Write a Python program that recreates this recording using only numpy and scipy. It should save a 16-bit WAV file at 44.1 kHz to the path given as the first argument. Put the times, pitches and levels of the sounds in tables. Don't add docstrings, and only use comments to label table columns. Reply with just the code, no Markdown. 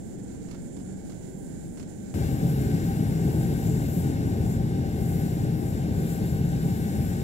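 import sys
import numpy as np
from scipy import signal
from scipy.fft import rfft, irfft
from scipy.io import wavfile
from scipy.ndimage import uniform_filter1d, map_coordinates

SR = 44100
rng = np.random.default_rng(int(sys.argv[2]) if len(sys.argv) > 2 else 0)


def undo_db(level):
    steps = np.asarray(level, float) / 20
    return 10 ** steps


def generate_wav(signal):
    frames = np.transpose(np.atleast_2d(signal))
    scaled = np.clip(frames, -1, 1) * 32767
    pcm = np.round(scaled).astype(np.int16)
    wavfile.write(sys.argv[1], SR, pcm)


N = 318843
HZ = np.fft.rfftfreq(N, 1 / SR) + .01
CUT_S = 2.1413

# (frequency [Hz], left density [dB per Hz], right density [dB per Hz])
FAR_SPECTRUM = [(25, -70, -73), (50, -68, -65.5), (92, -65.5, -64.5), (179, -60, -62), (286, -61.5, -63),
                (419, -70.5, -71), (764, -85, -81), (1155, -101.5, -99), (1700, -96.5, -93.5),
                (2480, -105, -99), (5360, -116, -99), (6600, -117, -97), (8500, -114, -99),
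                (14800, -114, -107)]
# (frequency [Hz], left density [dB per Hz], right density [dB per Hz])
NEAR_SPECTRUM = [(25, -74, -86), (51, -53, -59), (97, -48.5, -51.5), (154, -46.5, -50.5),
                 (244.7, -54, -55.5), (431, -64, -67), (703, -72, -75.5), (1100, -86, -89.5),
                 (3380, -92, -93.5), (4640, -91, -91), (6100, -93.5, -97.5), (9000, -92.5, -101),
                 (11800, -87.5, -102), (15400, -92, -108)]
# (frequency [Hz], width [Hz], left boost [dB], right boost [dB])
FAR_RESONANCES = [(178, 31, 1.5, 7), (814, 81, 5.5, 3.5), (1543, 126, 9, 8), (2180, 200, 8, 4),
                  (7240, 1400, -78, 15), (9550, 1450, -20, 8.5)]
# (frequency [Hz], width [Hz], left boost [dB], right boost [dB])
CAVITY_MODES = [(105, 39, 0.57, 2.2), (132.6, 4.3, 1.4, 6.2), (171.2, 22.3, 3.7, 5.5), (215, 17.5, 4, 3.1),
                (274.7, 6.1, 6.1, 7.8), (309.3, 8.9, 9.4, 7.4), (386.6, 66, 5.4, 2.6), (438.4, 24, 4.1, 7),
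                (635, 6, 3.8, 2.7), (746, 22, 6.3, 4.2), (883, 11, 6.6, 10)]
# (frequency [Hz], width [Hz], left boost [dB], right boost [dB])
TUBE_MODES = [(788, 40, 11, 14), (1515, 110, 9, 10), (1600, 100, 7, 8), (1830, 260, 7, 8),
              (2150, 260, 6, 8), (2780, 200, 4.5, 6), (3630, 400, 4, 4), (5500, 350, 4.5, 5),
              (6900, 500, 3, 1), (7480, 900, 12, 4), (11800, 2000, 2, 5)]
# (frequency [Hz], width [Hz], left dip [dB], right dip [dB])
REFLECTION_DIPS = [(193, 8, -7, -8), (250, 20, -3, -2), (300, 12, -5, -5), (340, 9, -6, -8),
                   (403, 9, -5, -7), (466, 8, -5, -10), (486, 7, -7, -4), (590, 9, -4, -6),
                   (624, 8, -5, -5), (670, 10, -6, -5), (744, 8, -8, -4), (868, 12, -4, -4),
                   (2000, 70, -4, -4), (3350, 90, -3, -3)]
# (frequency [Hz], coherence [0-1])
FAR_COHERENCE = [(30, 0), (120, 0.26), (400, 0.16), (15000, 0.22)]
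# (frequency [Hz], coherence [0-1])
NEAR_COHERENCE = [(25, .4), (60, .78), (150, .99), (280, .9), (700, .86), (1150, .7), (1505, .87),
                  (1552, .45), (1600, .87), (2900, .55), (4600, .6), (7400, .55), (12000, .35), (15000, .2)]
ZONE_EDGES_HZ = [1150, 6200, 8400, 10300]
ARM_SHARE = [0.0, .4, .65, .8, .95]
PASSING_SHARE = [0.05, 0.17, 0.59, 1.7, 0.48]
# (start [s], length [s], change [dB])
ARM_SHADOWS = [(3.277, 0.077, -2), (3.92, 0.1, 6.5), (4.12, 0.39, -5.5), (4.566, .3, -9), (4.87, 0.1, -6),
               (5.08, 0.11, 2), (5.384, .17, -6.5), (5.55, 0.15, -3.5), (5.73, 0.23, -5), (6.06, 0.11, 5.5),
               (6.367, 0.28, -3.5), (6.77, .1, 2.5)]
# (start [s], length [s], change [dB])
PASSING_SHADOWS = [(0.0, 0.053, -6), (.155, .03, -11), (.205, .025, -8), (.25, 0.02, -5), (.375, 0.049, -7),
                   (.48, .1, -4), (.69, 0.036, -7), (.85, .025, -1), (.945, 0.023, -8), (1.015, .03, -7),
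                   (1.34, .04, -3), (1.56, .04, -1), (1.84, 0.044, -9), (1.99, .04, -1)]
# (time [s], peak level [dB])
SAND_PRESSES = [(0.178, -57), (0.3494, -59), (0.484, -41), (0.5095, -36.5), (0.528, -46), (0.544, -43.5),
                (0.765, -44), (0.797, -43), (1.097, -41), (1.1174, -45), (1.772, -40.5), (1.796, -37.5),
                (1.8261, -43)]
# (frequency [Hz], left level [dB], right level [dB])
SAND_COLOUR = [(60, 33, 26), (200, 4, -1), (1000, 5, 11), (1490, 1, 5), (3500, -11, 2.5), (6000, -42, 5),
               (10000, -26, -0.5), (15000, -32, -20)]
# (delay [s], level [dB])
WALL_ECHOES = [(.0061, -21), (.0113, -17), (.0172, -17), (.0239, -17), (.0318, -17)]


def at_hz(rows):
    hz, *columns = np.transpose(rows)
    return np.array([np.interp(np.log(HZ), np.log(hz), column) for column in columns])


def flicker(rate_hz):
    knots = rng.standard_normal(400)
    return np.interp(np.arange(N) / SR * rate_hz, np.arange(400), knots) * np.sqrt(1.5)


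def yard(x):
    from_hz, dull_hz = 1000, 5000
    delay_s, level_db = np.transpose(WALL_ECHOES)
    reflectance = 1 / (1 + (from_hz / HZ) ** 4) / np.sqrt(1 + (HZ / dull_hz) ** 2)
    gains = undo_db(level_db)[:, None] * reflectance
    phases = np.exp(-2j * np.pi * HZ * delay_s[:, None])
    walls = 1 + np.sum(gains * phases, axis=0)
    mean_gain = np.sqrt(1 + np.sum(gains ** 2, axis=0))
    return irfft(rfft(x) * walls / mean_gain, N)


def sand_shuffles():
    puff_s, press_shortens = 0.012, 0.029
    t = np.arange(N) / SR
    envelope = np.zeros(N)
    for start_s, peak_db in SAND_PRESSES:
        decay_s = puff_s * np.exp(-press_shortens * (peak_db + 44))
        age = np.clip(t - start_s, 0, 1) / decay_s
        envelope += undo_db(peak_db) * np.minimum(age * 6, 1) * np.exp(-age)
    hits = rng.random(N) < 9000 / SR
    grains = hits * undo_db(2.5 * np.minimum(rng.exponential(1, N), 3))
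    noise = envelope * grains * rng.standard_normal((2, N))
    return irfft(rfft(noise) * undo_db(at_hz(SAND_COLOUR)), N)


def shadows(moves, edge_s):
    t = np.arange(N) / SR
    held_db = sum(change_db * ((t >= s) & (t < s + length_s)) for s, length_s, change_db in moves)
    return uniform_filter1d(held_db, int(edge_s * SR), mode="nearest")


def near_swells():
    swing_s, body_s = 0.082, 0.52
    surge_db, sag_db_per_s = 0.06, 0.24
    settle_db, settle_s = 2.2, .6
    t = np.arange(N) / SR
    near = t > CUT_S
    arms_db = shadows(ARM_SHADOWS, swing_s) + .6 * flicker(16.0)
    arms_db = arms_db - arms_db[near].mean()
    body_db = uniform_filter1d(arms_db, int(body_s * SR), mode="nearest")
    swells = np.array(ARM_SHARE)[:, None] * [body_db, body_db, arms_db, arms_db, arms_db]
    swells[0] += surge_db * flicker(4.07) - sag_db_per_s * (t - t[near].mean())
    swells[1] += settle_db * np.exp(-np.abs(t - CUT_S) / settle_s)
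    for zone in swells[2:]:
        zone += 1.0 * flicker(9.0)
    return swells


def burner(spectrum, coherence, resonances, swells, ear_share, lag_s, repeat, flicker_db, trim_db):
    level_db = at_hz(spectrum)
    for hz, width_hz, *boost_db in resonances:
        level_db = level_db + np.outer(boost_db, 1 / (1 + (2 * (HZ - hz) / width_hz) ** 2))
    left, own = rfft(rng.standard_normal((2, N)))
    alike = np.clip(at_hz(coherence)[0], 0, 1)
    lagged = left * np.exp(-2j * np.pi * HZ * lag_s)
    right = alike * lagged + np.sqrt(1 - alike ** 2) * own
    ears = np.array([left, right]) * undo_db(level_db + trim_db) * np.sqrt(SR / 2)

    grain_s = 2048 / 48000
    ears = ears * np.sqrt(1 - repeat ** 2) / (1 - repeat * np.exp(-2j * np.pi * HZ * grain_s))

    below = [0] + [1 / (1 + (HZ / edge_hz) ** 16) for edge_hz in ZONE_EDGES_HZ] + [1]
    out = 0
    for k, swell_db in enumerate(swells):
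        waver_db = flicker_db[k] * (flicker(11) + flicker(30))
        gain = undo_db((swell_db + waver_db) * np.array(ear_share)[:, [k]])
        out = out + gain * irfft(ears * (below[k + 1] - below[k]), N)
    return out


def far_view():
    swells = np.outer(PASSING_SHARE, shadows(PASSING_SHADOWS, .015) + 1.5)
    roar = burner(FAR_SPECTRUM, FAR_COHERENCE, FAR_RESONANCES, swells,
                  ear_share=[[1.0, 0.64, .2, .1, .3], [1.0, 1.0, 0.57, 0.39, 1.0]],
                  lag_s=0.000574, repeat=0.51, flicker_db=[0.085, 0.84, 1.1, 3.8, 0.93], trim_db=-0.5)
    return roar + undo_db(-1) * sand_shuffles()


def near_view():
    modes = [*CAVITY_MODES, *REFLECTION_DIPS, *TUBE_MODES]
    near = burner(NEAR_SPECTRUM, NEAR_COHERENCE, modes, near_swells(),
                  ear_share=[[1.0, 0.9, 1.0, 0.8, 0.98], [1.0, 0.81, 0.49, 0.2, .05]],
                  lag_s=0.000326, repeat=0, flicker_db=[0.54, 0.45, 0.86, 1.5, 0.58], trim_db=0.69)
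    path = np.arange(N) + 0.52 * flicker(2.32)
    near[1] = map_coordinates(near[1], [path], order=3, mode="nearest")
    return yard(near)


def scene():
    far, near = far_view(), near_view()
    since_cut = np.arange(N) / SR - CUT_S
    first = near[:, [int(CUT_S * SR) + 1]]
    step = first + undo_db(-28.5)
    near = near - step * np.exp(-(since_cut / 0.0017) ** 2)
    return np.where(since_cut < 0, far, near)


def band_limit(x):
    return signal.sosfilt(signal.butter(12, 16530, fs=SR, output="sos"), x)


def record(dry):
    mix = irfft(rfft(dry) * (HZ < 15720), N)
    return band_limit(mix)


dry = scene()
out = record(dry)
generate_wav(out)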